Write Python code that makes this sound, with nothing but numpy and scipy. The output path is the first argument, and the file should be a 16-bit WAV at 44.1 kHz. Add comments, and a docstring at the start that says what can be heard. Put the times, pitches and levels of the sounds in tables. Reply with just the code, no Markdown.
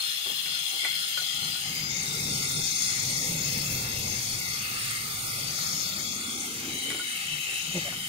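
"""First comes a hiss, compressed air leaking from an impact wrench's hose in a workshop, over a low rumble.
The hiss is shaped noise, heard close on two microphones, the right one reached first. Hands shade it, and
passing resonances colour it. Brake pads pushed into a caliper bracket knock as struck modes with a short
room tail, and rub as dull noise. Near the end two short low groans are buzzes of quick slips.
The rumble behind is gliding and broad noise, nearly alike at both microphones."""
import sys
import numpy as np
from scipy import signal
from scipy.fft import irfft
from scipy.io import wavfile
from scipy.ndimage import map_coordinates

SR = 44100
rng = np.random.default_rng(int(sys.argv[2]) if len(sys.argv) > 2 else 0)


def int16_out(signal):
    """Quantize to a 16-bit WAV file."""
    q = np.round(np.clip(np.atleast_2d(signal).T, -1, 1) * 32767)
    wavfile.write(sys.argv[1], SR, q.astype(np.int16))


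N = 356328
TIME = np.arange(N) / SR
FREQS = np.maximum(np.fft.rfftfreq(N, 1 / SR), 1)
CUTOFF_HZ = 15650
EAR_LAG_S = -0.000276   # arrival at the right microphone after the left; negative: the right is first


# Leak bands as the hands move, before trims and flutter:
# (time [s], open path near 6.5 kHz [dB], sizzle near 9 kHz [dB], top [dB])
LEAK = [(0.02, -44.5, -39.5, -39), (1.72, -39, -41.5, -40.5), (1.9, -36, -50, -46), (2.04, -35, -40, -41.5),
        (2.46, -33.5, -35.5, -39), (2.86, -28.5, -36, -41), (3.72, -36.5, -41, -36),
        (4.22, -34, -40, -39.5), (5.06, -44, -38, -39), (5.7, -33, -39, -39), (6.12, -35.5, -43.5, -43),
        (6.42, -38.5, -38, -45), (6.68, -39, -43.5, -44), (6.88, -45, -39.5, -43.5), (7.36, -45, -42, -44),
        (7.62, -40.5, -39.5, -43), (8.05, -47, -42.5, -43.5)]
# Relative spectrum of the smooth jet at each microphone: (frequency [Hz], density [dB per Hz])
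JET_LEFT = [(300, -26), (1000, -15), (1500, -7.5), (1780, 4), (2150, -3), (2500, 2), (3100, 1.5),
            (4000, -1), (5000, -1), (7200, -3.5), (7800, -6), (8400, -18), (10500, -10), (12000, -36),
            (16000, -18)]
JET_RIGHT = [(300, -22.5), (1000, -11.5), (1500, -10), (1780, 2), (2200, 1), (3100, -1.5), (3700, -6.5),
             (4400, -2), (4900, -4), (7300, -7.5), (7800, -15.5), (9000, -36), (10600, -33), (16000, -8)]
# Resonances of the hiss, from low to high; BODY and OPEN_PATH waver around these values:
# (frequency [Hz], width [Hz], relative level [dB], left-right difference [dB])
BODY = [(790, 110, -12, -2), (1230, 140, -7, 3), (1420, 140, -5.5, -2), (2130, 190, -1, 4)]
OPEN_PATH = [(5590, 210, -5.5, 14), (5920, 150, -5, 16), (6330, 240, 1.5, 13.8), (6696, 154, 0, 11.3),
             (6960, 100, -4.5, 14.4), (7300, 180, -3.5, 11.8)]
SIZZLE = [(8240, 420, -0.5, -13), (8680, 680, 6.5, -5), (9480, 890, -0.5, -19)]
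TOP = [(11440, 1000, 1.7, -1.5), (12860, 550, -1, -8), (14040, 530, 1.5, -5), (15500, 1100, -0.5, 4.5)]


def air_leak(jet_db=-37.0, body_db=-46.5, open_db=-1.0, sizzle_db=0.0, top_db=-1.6,
             flutter_db=1.4, shade_db=0.74, exposure=0.1):
    """Turbulent jet noise and its resonances, whose bands rise and fall as the hands cover or open the path."""
    open_path, sizzle, top = in_time(LEAK)
    opening = open_path - open_path.mean()
    jet_spectrum = np.array([colour(JET_LEFT), colour(JET_RIGHT)])
    smooth = noise(jet_spectrum, alike(FREQS), EAR_LAG_S)
    # exposure: dB of jet per dB of opening
    hiss = from_db(jet_db + exposure * opening + shade_db * drift(rate=10)) * smooth
    layers = [(body_db, wavering_noise(BODY, waver_db=2.4)),
              (open_path + open_db, wavering_noise(OPEN_PATH, waver_db=0.5)),
              (sizzle + sizzle_db, resonant_noise(SIZZLE)),
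              (top + top_db, resonant_noise(TOP))]
    for level, ringing in layers:
        flutter = flutter_db * drift(rate=110)
        shading = shade_db * drift(rate=12)
        hiss = hiss + from_db(level + flutter + shading) * ringing
    return dappled(hiss, depth_db=3.8, patch_hz=210, rate=9, hollowness=.22)


def resonant_noise(modes):
    """Jet noise in a set of fixed resonances, whose powers add; rms 1."""
    power = sum((from_db(db) * pan(side) * bell(FREQS - hz, width)) ** 2 for hz, width, db, side in modes)
    return noise(np.sqrt(power), alike(FREQS), EAR_LAG_S)


def wavering_noise(modes, waver_db, wander=.005):
    """Jet noise in resonances that each swell and shift a little at random; rms 1."""
    total = 0
    for hz, width, db, side in modes:
        gain = from_db(db + waver_db * drift(rate=9))
        centre = hz * (1 + wander * drift(rate=4))
        total = total + gain * pan(side) * gliding_noise(centre, width, alike(hz), EAR_LAG_S)
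    return rms_one(total)


# Resonances of the gap between hand and bracket, which ring while the path is open:
# (settled frequency [Hz], width [Hz], level re the open path [dB], left-right difference [dB],
#  share of the path's swing [0-1])
GAP = [(3460, 260, -12, 8, 0.82), (3800, 130, -14, 12.5, 0.43), (4180, 76, -14, 8.5, 1),
       (4520, 170, -4, 10.5, 0.22), (5184, 300, -7, 11, 0.76)]
# the gap widens as the first pad goes in, so its resonances slide down and settle
GAP_SHARP, GAP_SETTLE_S, GAP_SLIDE_S = .075, 2.25, 0.24   # GAP_SHARP: fraction sharp before the slide
# the gap is uncovered between these times, and only softer outside them
GAP_FROM_S, GAP_TO_S, GAP_FADE_S, GAP_COVERED_DB = 1.92, 6.15, 0.11, -8.5


def gap(level_db=0.0, waver_db=1.5, wander=.006):
    """The hiss rings in the gap: all its modes slide together, and swell as the path opens."""
    open_path = in_time(LEAK)[0]
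    opening = open_path - open_path.mean()
    slide = (1 - np.tanh((TIME - GAP_SETTLE_S) / GAP_SLIDE_S)) / 2
    tuning = 1 + GAP_SHARP * slide
    inside_s = np.minimum(TIME - GAP_FROM_S, GAP_TO_S - TIME)
    covered = np.clip(.5 - inside_s / GAP_FADE_S, 0, 1)
    out = 0
    for hz, width, db, side, follows in GAP:
        level = open_path.mean() + follows * opening + waver_db * drift(rate=9)
        centre = hz * tuning * (1 + wander * drift(rate=5))
        ringing = gliding_noise(centre, width, alike(hz), EAR_LAG_S)
        out = out + from_db(level + db + level_db) * pan(side) * ringing
    return from_db(GAP_COVERED_DB * covered) * out


# Passing resonances, before they waver: most ring in the hiss, those below 700 Hz are overtones of the rumble
# (start [s], end [s], fade [s], pitch at start [Hz], glide [Hz per s], width [Hz],
#  first level [dB], last level [dB], left-right difference [dB])
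PASSING = [ (-0.2, 1.6, .4, 3400, -70, 340, -40.5, -39.5, 19.5),
           (0.7, 1.88, 0.22, 3170, -110, 300, -48, -44.5, 12),
           (-0.2, 1.89, .1, 2800, -11, 170, -43, -53, 15.5),
           (-0.2, 1.48, 0.12, 3700, -10, 170, -49, -50, 4),
           (-0.2, 1.75, .4, 4190, -46, 230, -41, -42.5, 12.5),
           (-0.2, 1.95, 0.17, 5150, -125, 230, -47.5, -42, 15),
           (0.79, 1.6, .08, 2127, -12, 169.8, -34.5, -59.5, 5),
           (1.7, 2.55, 0.11, 2140, -31, 170, -40.5, -51, 11.5),
           (1.88, 2.7, 0.092, 3690, -30.5, 160, -43, -44.5, 11.5),
           (2.1, 2.46, 0.11, 1340, 19, 120, -52, -51, -5), (2.65, 5.6, 0.22, 2110, -8, 160, -44.5, -53, 12),
           (3.3, 4.15, 0.14, 2650, 41, 179.7, -45.5, -43, 10),
           (4.59, 5.02, 0.092, 2680, 30, 330, -39.5, -45.5, 8.5),
           (4.38, 4.5, 0.049, 2111, 1, 200, -44, -46, 7.5),
           (4.9, 5.06, 0.061, 2130, 1, 200.5, -41, -43.5, 8.5),
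           (2.07, 2.65, 0.094, 400, 10, 85, -51.5, -53, 0), (3.06, 4.1, .12, 530, -9.5, 140, -51.5, -56, 1),
           (5.2, 6.15, .2, 579.6, 20, 200, -57, -55.5, 0), (6.25, 7.02, .12, 399.7, 70, 170, -56, -53, -2),
           (4.5, 6.7, 0.16, 1234, 39.5, 190, -47, -54, 2.5),
           (5.11, 5.27, .06, 3580, 58, 180.2, -43, -50, 7),
           (5.95, 6.4, 0.21, 3380, 111, 170.5, -49, -38.5, 7.5),
           (6.68, 9.1, 0.42, 2170, -40.5, 170.4, -45, -58, 13),
           (6.66, 8.3, .25, 3036, 5, 230, -39.5, -41.5, 9),
           (6.66, 8.5, .3, 3910, -60.5, 190, -43, -50, 8.5),
           (6.7, 8.2, 0.22, 7180, -22.5, 300, -53, -52.5, 14.5),
           (7.13, 7.9, .24, 2676, -60.5, 220, -37, -42, 8.5)]


def passing_resonances(level_db=0.0, waver_db=1.5, wander=0.007):
    """Bands of noise that each fade in, ring and fade out; each glides, and wavers at random."""
    out = np.zeros((2, N))
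    for start, end, fade_s, pitch, glide, width, first_db, last_db, side in PASSING:
        first = max(round((start - fade_s / 2) * SR), 0)
        now = slice(first, round((end + fade_s / 2) * SR))
        age, waver = TIME[now] - start, drift(rate=18)[now]
        db = level_db + np.interp(age, [0, end - start], [first_db, last_db]) + waver_db * waver
        fade = np.clip(np.minimum(age, end - start - age) / fade_s + .5, 0, 1)
        hz = (pitch + glide * age) * (1 + wander * waver)
        ringing = gliding_noise(hz, width, alike(pitch), EAR_LAG_S)
        out[:, now] += fade * from_db(db) * pan(side) * ringing
    return out


# Depth of the two dark valleys in the hiss, before it wanders:
# (time [s], lower valley [0-1], upper valley [0-1])
VALLEYS = [(0.02, 0.2, 0), (1.8, 0.5, 0.06), (2.1, 0.4, 0.44), (2.46, 1, 0.81), (2.8, .6, 0.8),
           (3.1, 0.93, 0.55), (3.5, 0.38, 0.6), (4.45, .55, 0.57), (4.7, 0.27, 0.16), (5.3, 0.8, 0.4),
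           (5.8, 0.6, 0.75), (6.3, 0.85, 0.5), (6.7, 0.56, .05), (7.4, .3, 0.02), (8.05, 0.3, 0.07)]


def notched(x, low_hz=1750, high_hz=2970, width_hz=390, unrest=0.33, wander=0.031):
    """Two dark valleys of varying depth; depth and centre wander at random: a moving band is subtracted."""
    lowpass = signal.butter(2, width_hz / 2, fs=SR, output="sos")
    for hz, depth in zip((low_hz, high_hz), in_time(VALLEYS)):
        share = np.clip(depth * (1 + unrest * drift(rate=16)), 0, 1)
        centre = hz * (1 + wander * drift(rate=12))
        turn = np.exp(2j * np.pi * np.cumsum(centre) / SR)
        # shift the valley to 0 Hz, keep what lies near it, shift back
        band = signal.sosfiltfilt(lowpass, x * turn.conj())
        x = x - share * 2 * (band * turn).real
    return x


def dappled(x, depth_db, patch_hz, rate, hollowness, size=512):
    """Narrow patches of the spectrum swell and drop out at random, the gaps deeper; mean power gain is 1."""
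    hz, s, spectrum = signal.stft(x, SR, nperseg=size)
    where = np.meshgrid(hz / patch_hz, s * rate, indexing="ij")
    fields = rng.standard_normal((2, 200, 200))   # one per microphone
    chance = np.array([map_coordinates(field, where, order=2, mode="mirror") for field in fields])
    gain = from_db(depth_db * (chance - abs(hollowness) * chance ** 2))
    return signal.istft(spectrum * rms_one(gain), SR, nperseg=size)[1][:, :N]


# Touches of pad on bracket, before the room tail:
# (time [s], relative strength [dB], pitch that the contact favours [Hz],
#  loss of the other modes [dB per octave], level of the dry tick [dB])
KNOCKS = [(0.261, -46.5, 800, 4, -60), (0.295, -51, 550, 4, -60), (0.46, -42, 2200, 11, -42),
          (0.73, -57, 600, 5, -61), (0.832, -50, 2200, 0, -44), (0.848, -27, 2050, 30, -36),
          (0.852, -38.5, 900, 11, -50), (1.175, -31, 1465, 44, -26.5), (1.215, -52, 900, 2, -41),
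          (1.554, -47, 1420, 10, -52), (6.903, -40, 2100, 9, -32), (6.914, -40, 1900, 9, -34),
          (6.946, -48, 1200, 3, -37), (6.995, -38.5, 1452, 24, -37), (7.924, -46, 1200, 6, -55)]
# Modes of pad and bracket: (frequency [Hz], relative level [dB], t60 [s])
PAD = [(370, 7, 0.039), (567, -1, 0.062), (745, 7.5, 0.036), (900, 1.5, 0.04), (1106, 2.5, 0.042),
       (1457, 4, 0.055), (2010, 6, 0.025), (2270, 7, 0.035), (2460, -3.5, 0.027), (3430, -13, 0.028),
       (3750, -4, .03)]


def knocks(level_db=-1.5, click_db=0.0, scuff_s=0.009, scuff_rise_s=0.0022, scuff_db=-24.0, low_cut_hz=330):
    """Each touch is a soft click and a brief gritty slide into the modes of pad and bracket."""
    size = SR // 8
    age = np.arange(size) / SR
    slide = from_db(scuff_db) * (1 - np.exp(-age / scuff_rise_s)) * np.exp(-age / scuff_s)
    out = np.zeros((2, N + size))
    for s, db, favoured_hz, loss_db, _ in KNOCKS:
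        at = round(s * SR)
        for hz, mode_db, t60 in PAD:
            contact = slide * rng.standard_normal((2, size))
            contact[:, 0] += from_db(click_db) * rng.choice([-1, 1])
            tilt_db = -loss_db * abs(np.log2(hz / favoured_hz))
            out[:, at:at + size] += from_db(level_db + db + mode_db + tilt_db) * ring(contact, hz, t60)
    # small parts radiate little bass
    low_cut = signal.butter(2, low_cut_hz, "high", fs=SR, output="sos")
    return signal.sosfilt(low_cut, out[:, :N])


def ticks(decay_s=0.0043, low_hz=1200, high_hz=5400):
    """Metal edges meet with a dry, broad tick of fading noise as each knock starts."""
    envelope = 0
    for s, *_, db in KNOCKS:
        fade = np.exp(-np.clip(TIME - s, 0, 1) / decay_s)
        envelope = envelope + from_db(db) * (TIME >= s) * fade
    band = signal.butter(1, [low_hz, high_hz], "band", fs=SR, output="sos")
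    return envelope * rms_one(signal.sosfilt(band, rng.standard_normal((2, N))))


# A pad rubs dully along the bracket: (time [s], length [s], level [dB])
RUBS = [(0.255, 0.072, -51.5), (0.452, 0.042, -56), (0.719, 0.053, -55.5), (0.833, 0.052, -60),
        (3.238, 0.09, -50), (6.9, 0.018, -48), (6.945, 0.012, -47), (6.992, 0.014, -52), (7.12, 0.047, -59),
        (7.26, 0.044, -74), (7.465, 0.096, -54)]


def rubs(attack_s=0.0074, release_s=0.012):
    """Dull friction noise that rises quickly, holds while the pad moves and dies away."""
    envelope = 0
    for s, length, db in RUBS:
        rise = np.clip((TIME - s) / attack_s, 0, 1)
        fall = np.exp(-np.maximum(TIME - s - length, 0) / release_s)
        envelope = envelope + from_db(db) * rise * fall
    # the rub shares the colour of the rumble's upper skirt
    return envelope * noise(colour(RUMBLE_HIGH), likeness=0.96, lag_s=0)


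# Groans, before slowing and taper: (time [s], length [s], level [dB], first slip rate [slips per s],
#  first resonance [Hz], glide of the resonance [Hz per s], resonance boost [dB])
GROANS = [(7.73, 0.078, -30.5, 186, 510.6, -1300, 7), (7.843, 0.066, -40.5, 146, 549, 2700, 31)]


def groans(width_hz=150, slope_db=-10.0, grit_db=-8.5, slowing=0.32, taper=1.55):
    """A few quick slips in a row: a gritty buzz with one dull resonance that swells, slows and fades."""
    out = np.zeros((2, N))
    for s, length, db, first_rate, first_hz, glide, resonance_db in GROANS:
        progress = np.clip((TIME - s) / length, 0, 1)
        rate = first_rate * (1 - slowing * progress ** 3) * (1 + 0.0159 * drift(rate=91))
        centre_hz = first_hz + glide * length * progress
        phase = 2 * np.pi * np.cumsum(rate) / SR
        buzz = 0
        for k in range(1, 6):
            offset = k * rate - centre_hz
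            gain = from_db(slope_db * np.log2(k) + resonance_db * bell(offset, width_hz))
            # the phase turns through the resonance
            buzz = buzz + gain * np.cos(k * phase - np.arctan(offset / width_hz))
        buzz = buzz / np.std(buzz[(progress > 0) & (progress < 1)])
        grit = from_db(grit_db) * gliding_noise(centre_hz, width_hz=350, likeness=0.71, lag_s=0)
        swell = np.abs(np.sin(np.pi * progress)) ** taper
        out += from_db(db) * swell * (buzz + grit)
    return out


def workshop(x, t60, wet_db):
    """The room around the bracket: a short diffuse tail, different at each microphone."""
    age = np.arange(SR // 2) / SR
    decay = np.exp(-np.log(1000) * age / t60) * (age > .004)
    tail = rng.standard_normal((2, len(age))) * decay
    tail /= np.sqrt(np.sum(tail ** 2, axis=1, keepdims=True))
    return x + from_db(wet_db) * signal.fftconvolve(x, tail, axes=1)[:, :N]


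# Course of the rumble before its parts are trimmed: (time [s], level [dB])
RUMBLE = [(0.02, -62), (0.52, -59.5), (0.68, -64), (0.86, -64.5), (0.95, -57.5), (1.1, -59.5), (1.26, -62),
          (1.33, -57), (1.42, -48), (1.5, -45), (1.59, -56), (1.69, -46), (1.94, -43), (2.3, -40.5),
          (2.62, -41), (2.82, -48), (3.15, -40), (3.75, -38.5), (4.25, -43.5), (4.7, -46.5), (5.7, -45.5),
          (6.3, -44.5), (6.94, -43), (7.1, -54), (7.4, -48.5), (7.5, -57), (7.64, -52.5), (7.92, -43.5),
          (8.05, -50.5)]
# Pitch of the rumble before it wanders: (time [s], pitch [Hz])
RUMBLE_PITCH = [(0.02, 161.6), (2.9, 148.7), (3.06, 133.1), (3.3, 158.5), (4.02, 116.8), (5.44, 129.1),
                (6.3, 240), (7.06, 290.6), (7.24, 152.5), (8.05, 161.1)]
# Relative spectra of the rumble's skirts: (frequency [Hz], density [dB per Hz])
RUMBLE_LOW = [(20, -19), (45, -25), (90, 7), (220, 4.5), (330, -11.5), (700, -44)]
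RUMBLE_HIGH = [(150, -2.5), (300, 4.5), (500, 3), (650, -5), (800, 0.5), (1100, -7.5), (2000, -54)]


def rumble(hum_db=-2.0, hump_db=-5.5, low_db=-7.0, high_db=-10.0, low_slope_db=-0.5, high_slope_db=-3.0,
           high_follows=0.85, surge_db=1.5, hum_loss_db=5.0, wander=.025):
    """A dull noise drone that sinks and later climbs in pitch, growing broader and thinner in the bass."""
    level, = in_time(RUMBLE)
    hz, = in_time(RUMBLE_PITCH)
    octaves = np.log2(hz / hz.mean())
    # the slopes and the hum's loss are in dB per octave of climb
    hum_hz = hz * (1 + wander * drift(rate=11))
    hum_gain = from_db(hum_db - hum_loss_db * np.maximum(octaves, 0))
    hum = hum_gain * gliding_noise(hum_hz, width_hz=37.4, likeness=0.99, lag_s=0)
    hump = from_db(hump_db) * gliding_noise(1.15 * hz, width_hz=180, likeness=0.97, lag_s=0)
    low_gain = from_db(low_db + low_slope_db * octaves)
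    low_skirt = low_gain * noise(colour(RUMBLE_LOW), likeness=0.98, lag_s=0)
    # the upper skirt follows the level less than fully
    high_level = level.max() + high_follows * (level - level.max())
    high_gain = from_db(high_db + high_level + high_slope_db * octaves)
    high_skirt = high_gain * noise(colour(RUMBLE_HIGH), likeness=0.68, lag_s=0)
    surge = from_db(surge_db * drift(rate=12))
    return surge * (from_db(level) * (hum + hump + low_skirt) + high_skirt)


# Part of the hiss that both microphones share: (frequency [Hz], share of power [0-1])
LIKENESS = [(700, 0.33), (1300, 0.63), (1800, 0.55), (2600, 0.45), (4200, 0.42), (8000, 0.21)]


def alike(hz):
    """Part of the hiss that both microphones share at a frequency."""
    return np.interp(hz, *np.transpose(LIKENESS))


def noise(gain, likeness, lag_s):
    """Coloured stereo noise whose shared part reaches one microphone before the other if lagged; rms 1."""
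    shared, left, right = rng.standard_normal((3, 2 * len(FREQS))).view(complex)
    share = np.clip(likeness, 0, 1)
    direct = np.array([shared, shared * np.exp(-2j * np.pi * FREQS * lag_s)])
    diffuse = np.array([left, right])
    return rms_one(irfft(gain * (np.sqrt(share) * direct + np.sqrt(1 - share) * diffuse), N))


def gliding_noise(hz, width_hz, likeness, lag_s, size=8):
    """Stereo noise in one resonance whose centre moves: a tone with a random slow amplitude; rms 1."""
    white = rng.standard_normal((3, 2 * len(TIME[::size]))).view(complex)[:, :len(hz[::size])]
    slow_rate = SR / size
    lowpass = signal.butter(2, min(width_hz / 2, slow_rate / 3), fs=slow_rate, output="sos")
    slow = signal.sosfilt(lowpass, white)
    share = np.clip(likeness, 0, 1)
    ears = np.sqrt(share) * slow[0] + np.sqrt(1 - share) * slow[1:]
    ears[1] *= np.exp(-2j * np.pi * hz[::size] * lag_s)
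    # back to the full sample rate by straight lines
    amplitude = signal.upfirdn(signal.windows.triang(2 * size - 1), ears, size)[:, :len(hz)]
    tone = np.exp(2j * np.pi * np.cumsum(hz) / SR)
    return rms_one((amplitude * tone).real)


def ring(force, hz, t60):
    """A damped mode: a unit click sets a decaying sine of starting height 1 ringing."""
    r, w = from_db(-60 / (t60 * SR)), 2 * np.pi * hz / SR
    return signal.lfilter([0, np.sin(w)], [1, -2 * r * np.cos(w), r * r], force + 1e-18)


def bell(offset_hz, width_hz):
    """Gain of a resonance with steep skirts."""
    return 1 / (1 + (1.18 * offset_hz / width_hz) ** 2)


def drift(rate):
    """Slow chance of spread 1 that takes a new course rate times a second."""
    points = rng.standard_normal(2048)
    course = np.interp(TIME * np.clip(rate, 1, 200), np.arange(2048), points)
    return course * np.sqrt(3 / 2)   # makes up for the spread lost between points


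def colour(points):
    """Gain at every frequency from a short spectrum."""
    hz, db = np.transpose(points)
    return from_db(np.interp(np.log(FREQS), np.log(hz), db))


def in_time(rows):
    """Each column of a curve, sample by sample."""
    s, *columns = np.transpose(rows)
    return [np.interp(TIME, s, c) for c in columns]


def pan(db):
    """Left and right gains for a level difference."""
    return from_db(np.array([[db], [-db]]) / 2)


def from_db(db):
    """Decibels to gain."""
    return 10 ** (np.asarray(db) / 20)


def rms_one(x):
    """Scale to unit power."""
    return x / np.sqrt(np.mean(x ** 2) + 1e-20)


def scene():
    """The hiss and its resonances, the handling in the room, the groans, and the rumble behind."""
    ringing = dappled(gap() + passing_resonances(), depth_db=2.0, patch_hz=170, rate=13, hollowness=.25)
    hiss = notched(air_leak() + ringing)
    contacts = workshop(knocks() + ticks(), t60=0.11, wet_db=-3.0)
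    return hiss + contacts + rubs() + groans() + rumble()


def record(dry):
    """The top is cut steeply by an elliptic low-pass."""
    return signal.sosfilt(signal.ellip(12, .1, 80, CUTOFF_HZ, fs=SR, output="sos"), dry)


dry = scene()
out = record(dry)
int16_out(out)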